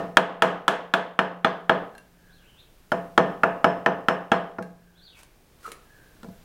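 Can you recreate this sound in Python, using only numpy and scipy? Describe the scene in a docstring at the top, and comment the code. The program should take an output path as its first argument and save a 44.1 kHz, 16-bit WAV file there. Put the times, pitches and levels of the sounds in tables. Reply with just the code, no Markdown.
"""A wooden mallet drives a long chisel into a timber in two runs of blows, in an open workshop.
Each impact excites the damped modes of mallet, handle, blade and beam, and fibres crack with a burst
of noise; the room reverberates. In the pauses chips snap, a hand brushes them off with a rub of
friction noise, and faint bird chirps and a thin whistle come from outside, over soft hiss and rumble."""
import sys
import numpy as np
from scipy import signal
from scipy.fft import rfft, irfft
from scipy.io import wavfile

SR = 44100
rng = np.random.default_rng(int(sys.argv[2]) if len(sys.argv) > 2 else 0)


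def wav_out(sig):
    """Save sig, one row per channel (or a flat mono array), as 16-bit PCM at SR to the path in sys.argv[1]."""
    wavfile.write(sys.argv[1], SR, np.round(np.clip(np.atleast_2d(sig).T, -1, 1) * 32767).astype(np.int16))


N = 284004
LEAD = SR // 4   # samples of run-in before time zero
TIME = np.arange(-LEAD, N) / SR

# Damped modes of the wood around the cut. Each row: frequency in Hz, level in dB, t60 in seconds.
THUD = [(219.5, 5, 0.055), (361, -6, 0.09), (474.4, -6, 0.19)]
# The knock as radiated to all sides, resonances blurred. Each row: frequency in Hz, spectral level in dB.
KNOCK_SPREAD = [(40, -35), (100, -13), (200, 0), (260, -1), (380, -3.5), (500, 2), (680, -0.5), (900, 0.5),
                (1350, 1), (1550, -3), (1800, -1), (1920, -9.5), (2300, -21.5), (3200, -36), (8000, -61.5)]


def from_db(db):
    """Amplitude ratio of a level in decibels."""
    return 10 ** (np.asarray(db) / 20)


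def unit_onset(x):
    """Normalise an impact to an rms of 1 over its first 10 ms."""
    return x / np.sqrt(np.mean(x[:SR // 100] ** 2))


def at_hz(points, hz):
    """Interpolate a curve on a logarithmic frequency axis."""
    knots, values = np.transpose(points)
    return np.interp(np.log(hz + 1e-9), np.log(knots), values)


def tilted(rows, db_per_octave, pivot_hz):
    """Spectral tilt: slope the levels of a table about a pivot frequency."""
    return [(hz, db + db_per_octave * np.log2(hz / pivot_hz), *rest) for hz, db, *rest in rows]


def fade(t60):
    """One second of exponential decay, falling 60 dB in t60 seconds."""
    return np.exp(-np.log(1000) * np.arange(SR) / SR / t60)


def arch(s, rise_per_s, fall_per_s):
    """Triangular contour: a linear climb to zero at time s, then a linear fall."""
    return np.maximum(np.minimum(rise_per_s * (TIME - s), fall_per_s * (s - TIME)), -200)


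def add(track, s, sound):
    """Superpose a sound on a track at time s."""
    start = LEAD + round(s * SR)
    track[start:start + len(sound)] += sound[:len(track) - start]


def noise(spectrum, size):
    """Spectrally shaped Gaussian noise of rms 1, rolling off below the spectrum's lowest point."""
    hz = np.arange(size // 2 + 1) * SR / size
    gain = from_db(at_hz(spectrum, hz)) * np.minimum(hz / spectrum[0][0], 1) ** 2
    shaped = irfft(rfft(rng.standard_normal(size)) * gain, size)
    return shaped / np.sqrt(np.mean(shaped ** 2) + 1e-20)


def drift(per_s):
    """Random modulation: straight lines between Gaussian values of spread 1."""
    knots = np.arange(TIME[0], TIME[-1] + 1, 1 / per_s)
    return np.interp(TIME, knots, rng.standard_normal(len(knots)))


def ring(modes, tuning, scatter_db, detune):
    """Free vibration: damped modes of alternating sign, scattered in level and pitch on each strike."""
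    t, out = np.arange(SR) / SR, 0
    for k, (hz, db, t60) in enumerate(modes):
        louder, sharper = rng.standard_normal(2)
        tone = np.sin(2 * np.pi * hz * tuning * (1 + detune * sharper) * t)
        out += (-1) ** k * from_db(db + scatter_db * louder) * tone * fade(t60)
    return out


def pulse(spectrum, tuning):
    """Minimum-phase impulse: the shortest causal click with a given spectrum."""
    log_gain = np.log(from_db(at_hz(spectrum, np.arange(SR // 2 + 1) / tuning)))
    causal_cepstrum = irfft(log_gain, SR)[:SR // 2]
    return unit_onset(irfft(np.exp(2 * rfft(causal_cepstrum, SR)), SR))


def glide(hz, octaves, db, waver, waver_per_s):
    """Frequency modulation: a tone slides up to an octave from its pitch and wavers at random."""
    pitch = hz * 2 ** np.clip(octaves, -1, 1) * (1 + waver * drift(waver_per_s))
    return np.sqrt(2) * from_db(db) * np.sin(2 * np.pi * np.cumsum(pitch) / SR)


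def mallet_knock(hardness):
    """Impact excitation: a softer contact favours the low modes of mallet head and chisel shaft."""
    # Their modes. Each row: nominal frequency in Hz, relative level in dB, t60 in seconds.
    modes = [(653, -11, 0.084), (808, -9.5, 0.035), (953.4, -8.5, 0.049), (1206, -9, 0.025),
             (1286, -1, .024), (1384, 3.5, .024), (1627, -6, .025), (1772, -3, 0.024)]
    return unit_onset(ring(tilted(modes, hardness, 1200), 0.99, scatter_db=2.0, detune=.025))


def handle_clack(tuning):
    """Heavy damping: the high modes of the chisel handle die so fast that they are heard as a clack."""
    # Handle modes. Each row: nominal frequency in Hz, relative level in dB, t60 in seconds.
    modes = [(2570, -3, 0.027), (2850, -1, 0.018), (3130, 2, .016), (3530, 1, 0.024), (4140, -14, 0.034)]
    return unit_onset(ring(modes, tuning, scatter_db=2.7, detune=0.024))


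def beam_ring(excess_db):
    """Flexural vibration: the timber rings on after its thud; light touches wake mainly low modes."""
    # Bending modes. Each row: nominal frequency in Hz, relative level in dB, t60 in seconds.
    bending = [(95, -32, .35), (115, -32, .3), (158, -21, .4), (177, -24, 2.1), (181, -9, .45),
               (191, -6, .26), (213, -8, .18), (405, -22, .5), (438, -20, .5), (465, -17, .5),
               (487, -14, .5), (511, -7, .3), (551, -13, .35), (617, -16, .5), (646, -5, .3),
               (664, -10, .42), (688, -3.5, .48), (756, -19, .35), (809, -16, .45), (824, -17, .5),
               (848, -13, .33), (1005, -19, .42), (1113, -14, .33), (1135, -18, .4), (1278, -16, .5),
               (1430, -21, .45), (1740, -18, .42), (1830, -16.5, .42)]
    db_per_octave = 0.24 * min(excess_db, 0)
    return ring(tilted(THUD + bending, db_per_octave, 540), 0.99, scatter_db=2.0, detune=.004)


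def fibre_crack():
    """Fracture: tearing fibres give a noise burst. Returns it and a like-coloured click for the room."""
    # Spectrum of the crack. Each row: frequency in Hz, spectral level in dB.
    spectrum = [(1500, -5), (3500, 7), (5500, -1), (8000, -3.5), (12000, -12), (16000, -18)]
    return unit_onset(noise(spectrum, SR) * fade(0.011)), pulse(spectrum, 0.95)


def blade_ring():
    """Flexural vibration: the shocked blade rings briefly in the treble."""
    # Bending modes. Each row: nominal frequency in Hz, relative level in dB, t60 in seconds.
    modes = [(4240, -7, .07), (5220, 1, .07), (5370, -3.5, 0.094), (6130, -0.5, 0.047)]
    return ring(modes, 0.99, scatter_db=4.5, detune=.005)


def blows():
    """Impact: hard contacts clack, soft ones push the beam. Returns direct sound and the room's feed."""
    # Blows and light touches. Each row: start in seconds, force in dB, hardness as the knock's tilt in
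    # dB per octave, tuning ratio of the handle, crack level in dB.
    strikes = [(-.085, -12.5, -3.5, .88, -29.5), (0.1702, -5.5, 1.5, 0.93, -26),
               (0.4215, -9.5, 1, 0.91, -29.5), (0.68, -13, 2.5, 0.95, -29.5), (.9380, -14, 2.5, 0.97, -35),
               (1.1905, -14, 1.5, 0.88, -41), (1.446, -13.8, 1.2, 0.97, -42),
               (1.6946, -11.5, -0.5, 0.93, -41.5), (2.9185, -19, -2, 0.88, -41),
               (3.1777, -9, -2.5, .92, -35.5), (3.434, -12.5, 0.5, 0.78, -42),
               (3.6434, -11.5, -1.5, 0.88, -38.5), (3.8617, -13.5, -1.35, .86, -47.5),
               (4.0846, -13.5, 0.5, .85, -38.5), (4.3172, -13, 0.4, .91, -38),
               (4.585, -30.5, -6, 0.69, -80), (6.231, -47.5, -4.5, .8, -55), (6.244, -48, -11, 0.74, -63.5),
               (6.286, -56.5, -12.5, 0.72, -78.5)]
    # The clack as radiated to all sides. Each row: nominal frequency in Hz, spectral level in dB.
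    clack_spread = [(1200, -29), (2100, -1), (2700, -2), (3200, 0.5), (3600, 1), (3850, -6), (4500, -12),
                    (6000, -25.5), (12000, -47)]
    edge_delay_s, bench_delay_s, bench_db = 0.00076, 0.0049, -10.5
    direct, spread = np.zeros((2, len(TIME)))
    bass_cut = signal.butter(3, 90, "high", fs=SR, output="sos")   # narrow bodies radiate little bass
    for s, force_db, hardness, tuning, crack_db in strikes:
        excess_db = force_db + 12   # force above that of a usual blow
        clack_db = force_db - 13 + 1.2 * hardness + 0.083 * excess_db
        knock = from_db(force_db) * mallet_knock(hardness)
        clack = from_db(clack_db) * handle_clack(tuning)
        beam = from_db(force_db - 7.5 - 1.04 * hardness) * beam_ring(excess_db)
        add(direct, s, signal.sosfilt(bass_cut, knock + clack + beam))
        burst, click = fibre_crack()
        crack = from_db(crack_db) * burst
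        blade = from_db(force_db - 31.5 - hardness) * blade_ring()
        add(direct, s + edge_delay_s, crack + blade)   # the shock travels from handle to edge
        add(direct, s + bench_delay_s, from_db(bench_db) * (knock + clack + crack))   # bench reflection
        add(spread, s, from_db(force_db) * pulse(tilted(KNOCK_SPREAD, hardness, 1200), 0.92))
        add(spread, s, from_db(clack_db + 0.1) * pulse(clack_spread, tuning))
        add(spread, s, from_db(crack_db + 0.5) * click + blade)
    return direct, spread


def workshop(x):
    """Reverberation: dense reflections build up within milliseconds and die sooner in the treble."""
    # Colour of the reverberation. Each row: frequency in Hz, relative level in dB.
    colour = [(100, -7.5), (250, -3.5), (600, -1.5), (1000, -4.5), (1400, -6), (1800, -3.5), (3200, -8),
              (6000, -5.5), (14000, -10.5)]
    # Reverberation time. 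Each row: frequency in Hz, t60 in seconds.
    decay_times = [(100, 0.56), (500, .55), (1500, 0.45), (3500, 0.45), (7000, 0.32), (14000, .26)]
    hz, response = np.arange(SR // 2 + 1), 0
    white = rfft(rng.standard_normal(SR))
    centres = np.geomspace(80, 16000, 16)
    for centre, share in zip(centres, np.eye(len(centres))):
        band = irfft(white * np.interp(hz, centres, share), SR)
        decay = fade(at_hz(decay_times, centre))
        response += from_db(at_hz(colour, centre)) * band * decay / np.sqrt(np.sum(decay ** 2))
    response *= (1 - fade(.025)) ** 2   # build-up
    response *= 1 + 1.6 * fade(0.073)   # floor and stacked wood close by strengthen early reflections
    return signal.fftconvolve(x, response)[:len(x)]


def background():
    """Ambient noise: hiss and rumble follow a slow level curve, lower around the runs of blows."""
    # Level of the hiss. Each row: time in seconds, level in dB.
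    levels = [(0.0, -60), (0.45, -68), (1.35, -69.5), (2.2, -61.5), (3.05, -60), (4.45, -66), (5.9, -59),
              (6.44, -57.5)]
    # Spectra of the two noises. Each row: frequency in Hz, spectral level in dB.
    hiss = [(150, 14.5), (400, 13.5), (1000, 6), (2000, 2.5), (4000, -1), (8000, -5.5), (15000, -5.5)]
    rumble = [(20, 3.5), (50, -4.5), (80, -8), (130, -9), (250, -20), (600, -39.5)]
    envelope = from_db(np.interp(TIME, *np.transpose(levels)))
    return envelope * (noise(hiss, len(TIME)) + from_db(2.0) * noise(rumble, len(TIME)))


def chips():
    """Brittle fracture: dry splinters give way with short bright snaps, and the loose chisel clinks."""
    # Breaking chips. Each row: start in seconds, snap level in dB, clink gain in dB.
    snaps = [(1.951, -61.5, -49.5), (1.980, -52.5, -46.5), (4.625, -51.5, -45.5), (5.232, -51.5, -64.5),
             (5.7181, -40.5, -69.5)]
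    # Spectrum of a snap. Each row: frequency in Hz, spectral level in dB.
    spectrum = [(300, 5), (1600, 4.5), (3000, 5), (6000, -1), (10000, 2.5), (16000, -14)]
    # Modes of the loose chisel. Each row: frequency in Hz, relative level in dB, t60 in seconds.
    chisel_modes = [(1564, 6, 0.061), (1643, 7.5, 0.036), (2746, -8, 0.075), (4200, -10.5, 0.06),
                    (5400, -20, .04), (10200, -28, 0.039)]
    out = np.zeros(len(TIME))
    for s, snap_db, clink_db in snaps:
        snap = unit_onset(noise(spectrum, SR) * fade(0.025))
        clink = ring(chisel_modes, 1, scatter_db=2.5, detune=.006)
        add(out, s, from_db(snap_db) * snap + from_db(clink_db) * clink)
    return out


def whistle():
    """A modulated pure tone: a thin far whistle swells and fades as its pitch sags."""
    # Whistle notes. Each row: time of the peak in seconds, pitch there in Hz, relative level in dB.
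    notes = [(2.24, 1653, -63.5), (2.41, 1640, -74.5), (4.88, 1593, -65.5), (5.95, 1663, -58)]
    sag_octaves_per_s, out = 0.22, 0
    for s, hz, db in notes:
        swell_db = arch(s, rise_per_s=82, fall_per_s=45)
        out += glide(hz, sag_octaves_per_s * (s - TIME), db + swell_db, waver=.055, waver_per_s=300)
    return out


def birds():
    """Frequency sweeps: each chirp climbs in pitch and level to a top, then slides down."""
    # Chirps. Each row: time of the top in seconds, top pitch in Hz, relative level in dB, slide in seconds.
    chirps = [(2.34, 4250, -60.5, 0.11), (2.49, 3220, -55, 0.043), (2.545, 3100, -58.5, 0.054),
              (2.605, 3940, -53, .045), (4.985, 3930, -59, .05), (5.042, 4630, -52, 0.17)]
    rise_s, depth_db = 0.044, 16.5   # the level moves by this depth over the rise and over the slide
    out = 0
    for s, hz, db, slide_s in chirps:
        octaves = arch(s, rise_per_s=8.2, fall_per_s=7.8)
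        swell_db = depth_db * arch(s, 1 / rise_s, 1 / slide_s)
        out += glide(hz, octaves, db + swell_db, waver=.05, waver_per_s=450)
    return out


def hand():
    """Sliding friction: skin rubs over rough grain; a fingertip skids, then bumps the rim of the notch."""
    # Strokes over the wood. Each row: time of the peak in seconds, level in dB.
    strokes = [(5.2, -53.5), (5.672, -46.5)]
    # Spectrum of the rubbing. Each row: frequency in Hz, spectral level in dB.
    rub = [(200, -8), (500, 3.5), (1400, 3.5), (2500, 1.5), (5000, -3.5), (8500, -3), (16000, -11)]
    skid_s, skid_hz, sag_octaves_per_s, bump_s = 5.657, 1330, 4.0, 5.679
    pressure = sum(from_db(db + arch(s, rise_per_s=272, fall_per_s=350)) for s, db in strokes)
    roughness = from_db(2.4 * drift(300))
    out = pressure * roughness * noise(rub, len(TIME))
    skid_db = -32.5 + arch(skid_s, rise_per_s=1200, fall_per_s=1200)
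    out += glide(skid_hz, sag_octaves_per_s * (skid_s - TIME), skid_db, waver=0.081, waver_per_s=550)
    add(out, bump_s, from_db(-40) * ring(tilted(THUD, 8, 480), 1, scatter_db=1, detune=.004))
    add(out, bump_s, from_db(-44) * pulse(KNOCK_SPREAD, 0.92))   # dull tap at the front of the bump
    return out


def gain_control(x, threshold_db, attack_s, release_db_per_s):
    """Compression: the gain drops too late for the front of a hard blow, ducks its tail and recovers."""
    over_db = np.maximum(20 * np.log10(np.abs(x) + 1e-9) - threshold_db, 0)
    ramp_db = release_db_per_s * np.arange(N) / SR
    held_db = np.maximum.accumulate(over_db + ramp_db, axis=-1) - ramp_db
    lag = np.exp(-1 / (attack_s * SR))
    return x * from_db(-signal.lfilter([1 - lag], [1, -lag], held_db))


def scene():
    """Direct and reverberant fields add: close work at the timber, far sounds mostly through the room."""
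    direct, spread = blows()
    small = chips() + hand()
    far = (birds() + whistle()) * from_db(3 * drift(30))   # the level flickers
    sent = spread + small + from_db(3) * far
    # as the worker moves, one pattern of reflections blends into another
    stance = 0.84 * drift(2.992)
    room = workshop(sent * np.cos(stance)) + workshop(sent * np.sin(stance))
    return (direct + small + from_db(-4.5) * far + room + background())[None, LEAD:]


def record(dry):
    """Overload: the hardest blows are compressed and softly clipped; a low-pass cuts the top treble."""
    levelled = gain_control(dry, threshold_db=-2.5, attack_s=0.019, release_db_per_s=25.5)
    clipped = levelled / (1 + levelled ** 8) ** (1 / 8)
    low_pass = signal.ellip(10, .1, 80, 15900, fs=SR, output="sos")
    return signal.sosfilt(low_pass, clipped)


dry = scene()
out = record(dry)
wav_out(out)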